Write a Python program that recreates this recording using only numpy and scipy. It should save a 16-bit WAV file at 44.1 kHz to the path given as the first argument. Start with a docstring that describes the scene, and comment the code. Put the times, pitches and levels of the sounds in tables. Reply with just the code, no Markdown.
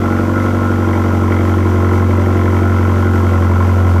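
"""Car idling in a carport

A four-cylinder engine idles under a roof, heard from beside its tailpipe; the speed sags a little.
Every firing sends a pulse down the exhaust, which booms at twice the firing rate, and sets the engine
clattering. A wavering whine, a thin high whistle and a steady hiss lie behind it."""
import sys
import numpy as np
from scipy import signal
from scipy.fft import rfft, irfft, next_fast_len
from scipy.io import wavfile
from scipy.ndimage import uniform_filter1d, minimum_filter1d, map_coordinates

SR = 44100
rng = np.random.default_rng(int(sys.argv[2]) if len(sys.argv) > 2 else 0)


def master_out(mix):
    """Clip the mix to full scale and print it as 16-bit PCM to the path in sys.argv[1]."""
    frames = np.transpose(np.atleast_2d(mix))
    ceiling = np.clip(frames, -1, 1)
    pcm = np.round(ceiling * 32767).astype(np.int16)
    wavfile.write(sys.argv[1], SR, pcm)


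N = 176400
CYLINDERS = 4


def amp(db):
    """Decibels to gain."""
    return 10 ** (np.asarray(db) / 20)


def unit(x):
    """Scale to rms 1."""
    return x / np.sqrt(np.mean(x ** 2) + 1e-20)


def eq_gain(points, hz):
    """Gain of an EQ curve drawn through (freq_hz, gain_db) points on a log axis."""
    freq_hz, gain_db = np.transpose(points)
    return amp(np.interp(np.log(hz + 1), np.log(freq_hz + 1), gain_db))


def automation(rows):
    """One per-sample curve for each column after the time."""
    time_s, *columns = np.transpose(rows)
    return [np.interp(np.arange(N) / SR, time_s, column) for column in columns]


def wobble(rate):
    """A smooth random curve with `rate` knots a second."""
    knots = rng.standard_normal(1024)
    coarse = np.arange(0, N + 64, 64)
    return np.interp(np.arange(N), coarse, map_coordinates(knots, [coarse * rate / SR], mode='wrap'))


def filtered(x, response):
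    """Pass x through a complex frequency response."""
    size = next_fast_len(N + SR // 2)
    return irfft(rfft(x, size) * response(np.fft.rfftfreq(size, 1 / SR)), size)[:N]


def noise(spectrum):
    """Coloured noise of rms 1."""
    return unit(filtered(rng.standard_normal(N), lambda hz: eq_gain(spectrum, hz)))


def rattle(firings, marks, db, decay_s):
    """A dying burst of noise each time the firing count passes a mark."""
    t = np.arange(N) / SR
    start_s = np.interp(marks, firings, t, left=-1, right=N)
    latest = np.maximum(np.searchsorted(start_s, t) - 1, 0)
    return amp(db)[latest] * np.exp(-np.abs(t - start_s[latest]) / decay_s) * rng.standard_normal(N)


def blows(firings, marks, db, decay_s, jitter_s=.0006):
    """A clean blow at each mark, slightly early or late, with a little rattle after it."""
    hit_s = np.interp(marks, firings, np.arange(N) / SR, left=-1, right=N)
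    hit_s += jitter_s * rng.standard_normal(len(marks))
    heard = (hit_s >= 0) & (hit_s < (N - 1) / SR)
    clicks = np.bincount((hit_s[heard] * SR).astype(int), amp(db[heard]), N)
    return unit(clicks) + amp(-2) * unit(rattle(firings, marks, db, decay_s))


def ring(strikes, modes):
    """Struck metal rings at its resonances, muffled by the car's body; rms 1."""
    # EQ of the path out of the engine bay: freq_hz, gain_db
    muffle = [(300, -27), (700, -5), (1000, 1.5), (2200, 2), (2700, -9), (3400, 1), (4200, -14),
              (9000, -22)]

    def resonances(hz):
        return sum((-1) ** k * amp(db) * 1j * hz * width / (pitch ** 2 - hz ** 2 + 1j * hz * width)
                   for k, (pitch, width, db) in enumerate(modes))
    return unit(filtered(strikes, lambda hz: resonances(hz) * eq_gain(muffle, hz)))


def clatter(firings):
    """One knock per firing rings the engine block and the thin metal shields."""
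    # Each cylinder's knock after its exhaust pulse: delay_firings, accent_db
    knocks = [(.5, 4.5), (0.502, 3), (0.501, 3.5), (.52, 1.5)]
    # Engine block resonances: pitch_hz, width_hz, relative_db
    block_modes = [(703, 36, -8), (817, 23.2, 2), (955.6, 44, -0.5), (998, 43.4, 0), (1062, 29.3, 1),
                   (1152, 27, -6.5), (1374, 72, -4.5), (1616, 23.3, -9)]
    # Shield resonances: pitch_hz, width_hz, relative_db
    shield_modes = [(1757, 82, -6.5), (2006, 58, -2.5), (2088, 28, -0.5), (2255, 41, -4.5),
                    (3160, 160, -14.5)]
    # Fader on the shields, the clatter's treble: time_s, level_db (before trim)
    shield_fader = [(0.0, -31), (0.03, -40), (0.15, -38.5), (0.88, -40), (0.89, -36), (1.17, -41.5),
                    (1.34, -34.5), (1.74, -38.5), (3.02, -37), (4.0, -40.5)]
    count = np.arange(-4, 200)
    delay, accent_db = np.array(knocks)[count % CYLINDERS].T
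    accent_db = accent_db + rng.standard_normal(len(count))
    block = ring(blows(firings, count + delay, accent_db, decay_s=0.0046), block_modes)
    shields = ring(blows(firings, count + delay, accent_db, decay_s=0.0032), shield_modes)
    shield_db, = automation(shield_fader)
    return amp(-27.5) * block + amp(shield_db + 1) * shields


def valves(firings):
    """The valve gear ticks twice per firing."""
    # Valve gear resonances: pitch_hz, width_hz, relative_db
    valve_modes = [(1320, 41, 5), (1442, 17, 7), (1420, 230, 2.5)]
    lifts = np.arange(-8, 400) / 2 + .06
    ticks = rattle(firings, lifts, db=rng.standard_normal(len(lifts)), decay_s=0.0023)
    return amp(-36) * ring(ticks, valve_modes)


def chug(firings, depth_db=4.5, peak_firing=0.061, sharpness=4):
    """One cylinder blows harder: a gain that swells once per engine cycle."""
    cycle_phase = 2 * np.pi * (firings - peak_firing) / CYLINDERS
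    return unit(amp(depth_db * np.exp(sharpness * (np.cos(cycle_phase) - 1))))


def exhaust(firings, boom_order=2, drone_orders=(7, 8)):
    """The pipe's partials line up into throbbing pulses; the boom and two drones swell on their own."""
    # Exhaust note, in quarter steps from unequal cylinders: order (times the firing rate), relative_db
    partials = [(0.25, -34.5), (0.5, -38), (0.75, -46.5), (1, -19.5), (1.25, -51), (1.5, -39), (1.75, -30),
                (2, -1), (2.25, -38), (2.5, -32.5), (2.75, -34.5), (3, -15.5), (3.25, -45.5), (3.5, -42),
                (3.75, -32.5), (4, -14.5), (4.25, -33.5), (4.5, -15), (4.75, -26.5), (5, -5.5), (5.25, -19),
                (5.5, -30), (5.75, -42.5), (6, -13), (6.25, -25), (6.5, -25.5), (6.75, -28), (7, 4),
                (7.25, -32.5), (7.5, -20), (7.75, -23), (8, -18.5), (8.25, -54), (8.5, -34.5),
                (8.75, -36.5), (9, -20), (9.25, -35), (9.5, -36), (9.75, -20.5), (10, -20), (10.2, -30),
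                (10.5, -33), (10.8, -30.5), (11, -18.5), (11.2, -31.5), (11.5, -53.5), (11.8, -56),
                (12, -34.5), (12.2, -36), (12.5, -33), (12.8, -20.5), (13, -29.5), (13.2, -40), (13.5, -33),
                (13.8, -37), (14, -47.5), (14.2, -33.5), (14.5, -49.5), (14.8, -34), (15, -22),
                (15.2, -33.5), (15.5, -49.5), (15.8, -66), (16, -44), (16.2, -50), (16.5, -40),
                (16.8, -26.5), (17, -45), (17.2, -35.5), (17.5, -44.5), (17.8, -28.5), (18, -39)]
    # Exhaust faders: time_s, boom_db, throb_db (before trim)
    pipe_faders = [(0.05, -18.5, -20), (1.6, -14, -21.5), (2.12, -13, -21.5), (2.29, -14, -20.5),
                   (2.84, -13, -22), (3.01, -13.5, -21.5), (3.83, -11.5, -22.5), (3.9, -11, -23.5)]
    # Swells of two orders sliding across pipe resonances: time_s, seventh_db, eighth_db (before trim)
    drone_faders = [(0.05, -25, -27), (0.12, -23, -37), (0.69, -24, -32), (1.64, -23, -25),
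                    (1.98, -26, -22), (2.02, -29, -28), (2.41, -24.5, -23.5), (2.84, -28, -28),
                    (3.06, -26, -25), (3.62, -38, -30), (3.88, -37, -28.5), (3.9, -36, -29.5)]
    partial_db = np.array(partials)[:, 1]
    orders = np.arange(1, len(partial_db)) / CYLINDERS
    # Minimum-phase lags give each pulse a sharp front and a tail.
    log_gain = np.log(amp(np.pad(partial_db, (1, len(partial_db)), mode='edge')))
    lags = np.imag(signal.hilbert(np.r_[log_gain, log_gain[-2:0:-1]]))[1:]
    throb, solo = np.zeros(N), {}
    for order, db, lag in zip(orders, partial_db, lags):
        wave = np.cos(2 * np.pi * order * firings - lag)
        if order == boom_order or order in drone_orders:
            solo[order] = unit(wave)
        else:
            waver_db = 0.275 * order - 0.73  # the top orders are the least steady
            throb += amp(db + waver_db * wobble(8)) * wave
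    boom_db, throb_db = automation(pipe_faders)
    boom = amp(boom_db + 1) * solo[boom_order]
    drone = sum(amp(db + 0.5) * solo[order] for order, db in zip(drone_orders, automation(drone_faders)))
    return amp(throb_db + 3) * unit(throb) + boom + drone * chug(firings)


def puffs(firings):
    """Turbulent gas leaves the pipe, strongest at every pulse."""
    # Colour of the gas noise: freq_hz, relative_db
    gas_spectrum = [(20, -24), (40, -35), (65, -9), (100, -6.5), (150, -5), (230, -17.5), (340, 4.5),
                    (400, -11), (480, -1.5), (580, -2.5), (640, -7), (700, -8), (800, -14.5), (1500, -15.5),
                    (1900, -28), (5000, -51)]
    pulsing = 1 + 0.16 * np.cos(2 * np.pi * firings)
    return amp(-28.5) * unit(noise(gas_spectrum) * chug(firings) * pulsing)


def carport(x, t60_s=.2, wet_db=-11):
    """A short diffuse answer from roof and walls."""
    t = np.arange(SR // 2) / SR
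    tail = rng.standard_normal(len(t)) * np.exp(-np.log(1000) * t / t60_s)
    return amp(wet_db) * signal.fftconvolve(x, tail / np.linalg.norm(tail))[:N]


def tone(hz, drift_hz, flutter_db, rate):
    """A sine of rms 1, unsteady in level and pitch."""
    flutter = amp(flutter_db * wobble(rate))
    pitch_hz = hz + drift_hz * wobble(rate)
    return unit(flutter * np.sin(2 * np.pi * np.cumsum(pitch_hz) / SR))


def whine(firings):
    """Two close tones, likely from the belt drive, that pulse twice per firing."""
    # Glide of the lower tone: time_s, pitch_hz
    glide = [(0.0, 1338), (0.34, 1317), (0.58, 1333), (1.45, 1297), (1.54, 1320), (2.6, 1303), (2.63, 1334),
             (4.0, 1320)]
    # Fader on the pair: time_s, level_db (before each tone's trim)
    fader = [(0.0, -26), (0.17, -23), (0.33, -36), (0.36, -24.5), (1.5, -31), (2.02, -27), (2.09, -36),
             (2.62, -26), (4.0, -30)]
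    pitch_hz, = automation(glide)
    level_db, = automation(fader)
    lower = amp(-5) * tone(pitch_hz, drift_hz=2.9, flutter_db=0.5, rate=26)
    upper = amp(-7) * tone(pitch_hz * 1.076, drift_hz=5.66, flutter_db=2.5, rate=28)
    pulsing = 1 + 0.71 * np.cos(4 * np.pi * (firings - .12))
    return amp(level_db) * (lower + upper) * pulsing


def whistle(pitch_hz=5870):
    """A thin, fluttering whistle with a fainter octave."""
    fundamental = amp(-57) * tone(pitch_hz, drift_hz=24, flutter_db=3.5, rate=150)
    octave = amp(-64) * tone(2 * pitch_hz, drift_hz=20.3, flutter_db=1.5, rate=60)
    return fundamental + octave


def hiss(firings, level_db=-38.5, flutter_db=0.68):
    """A bed of hiss that lifts slightly with every knock."""
    # Colour of the hiss: freq_hz, relative_db
    hiss_spectrum = [(500, 3), (2500, 7), (3300, 2.5), (4000, -2.5), (6100, -1.5), (7300, -4.5), (9000, -9),
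                     (11000, -9.5), (12300, -6.5), (13500, -9.5), (14500, -12), (15700, -24)]
    pulsing = 1 + 0.025 * np.cos(2 * np.pi * (firings - .7))
    return amp(level_db + flutter_db * wobble(20)) * pulsing * noise(hiss_spectrum)


def scene():
    """Mono mix: a running count of firings sets the rhythm; only the engine's metal feeds the reverb."""
    # Sagging idle speed: time_s, firing_rate_hz
    idle_speed = [(0.0, 47.3), (0.05, 46.1), (0.3, 46.9), (0.39, 47.8), (0.88, 46.5), (0.99, 46.2),
                  (1.9, 45.5), (1.96, 45.9), (3.09, 45.7), (3.45, 44.5), (3.8, 45.2), (4.0, 44)]
    firing_rate_hz, = automation(idle_speed)
    firings = np.cumsum(firing_rate_hz) / SR - 1.13
    engine = clatter(firings) + valves(firings)
    tailpipe = exhaust(firings) + puffs(firings)
    return (engine + tailpipe + carport(engine) + whine(firings) + whistle() + hiss(firings))[None]


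def record(dry, ceiling=.85, smooth_s=.004, top_hz=15700):
    """Master chain: a peak limiter, tiny fades at both ends and a brick-wall high cut."""
    window = int(smooth_s * SR)
    reduction = ceiling / np.maximum(np.abs(dry[0]), ceiling)
    gain = uniform_filter1d(minimum_filter1d(reduction, 2 * window), window)
    fades = signal.windows.tukey(N, window / N)
    return filtered(dry[0] * gain * fades, lambda hz: hz < top_hz)[None]


dry = scene()
out = record(dry)
master_out(out)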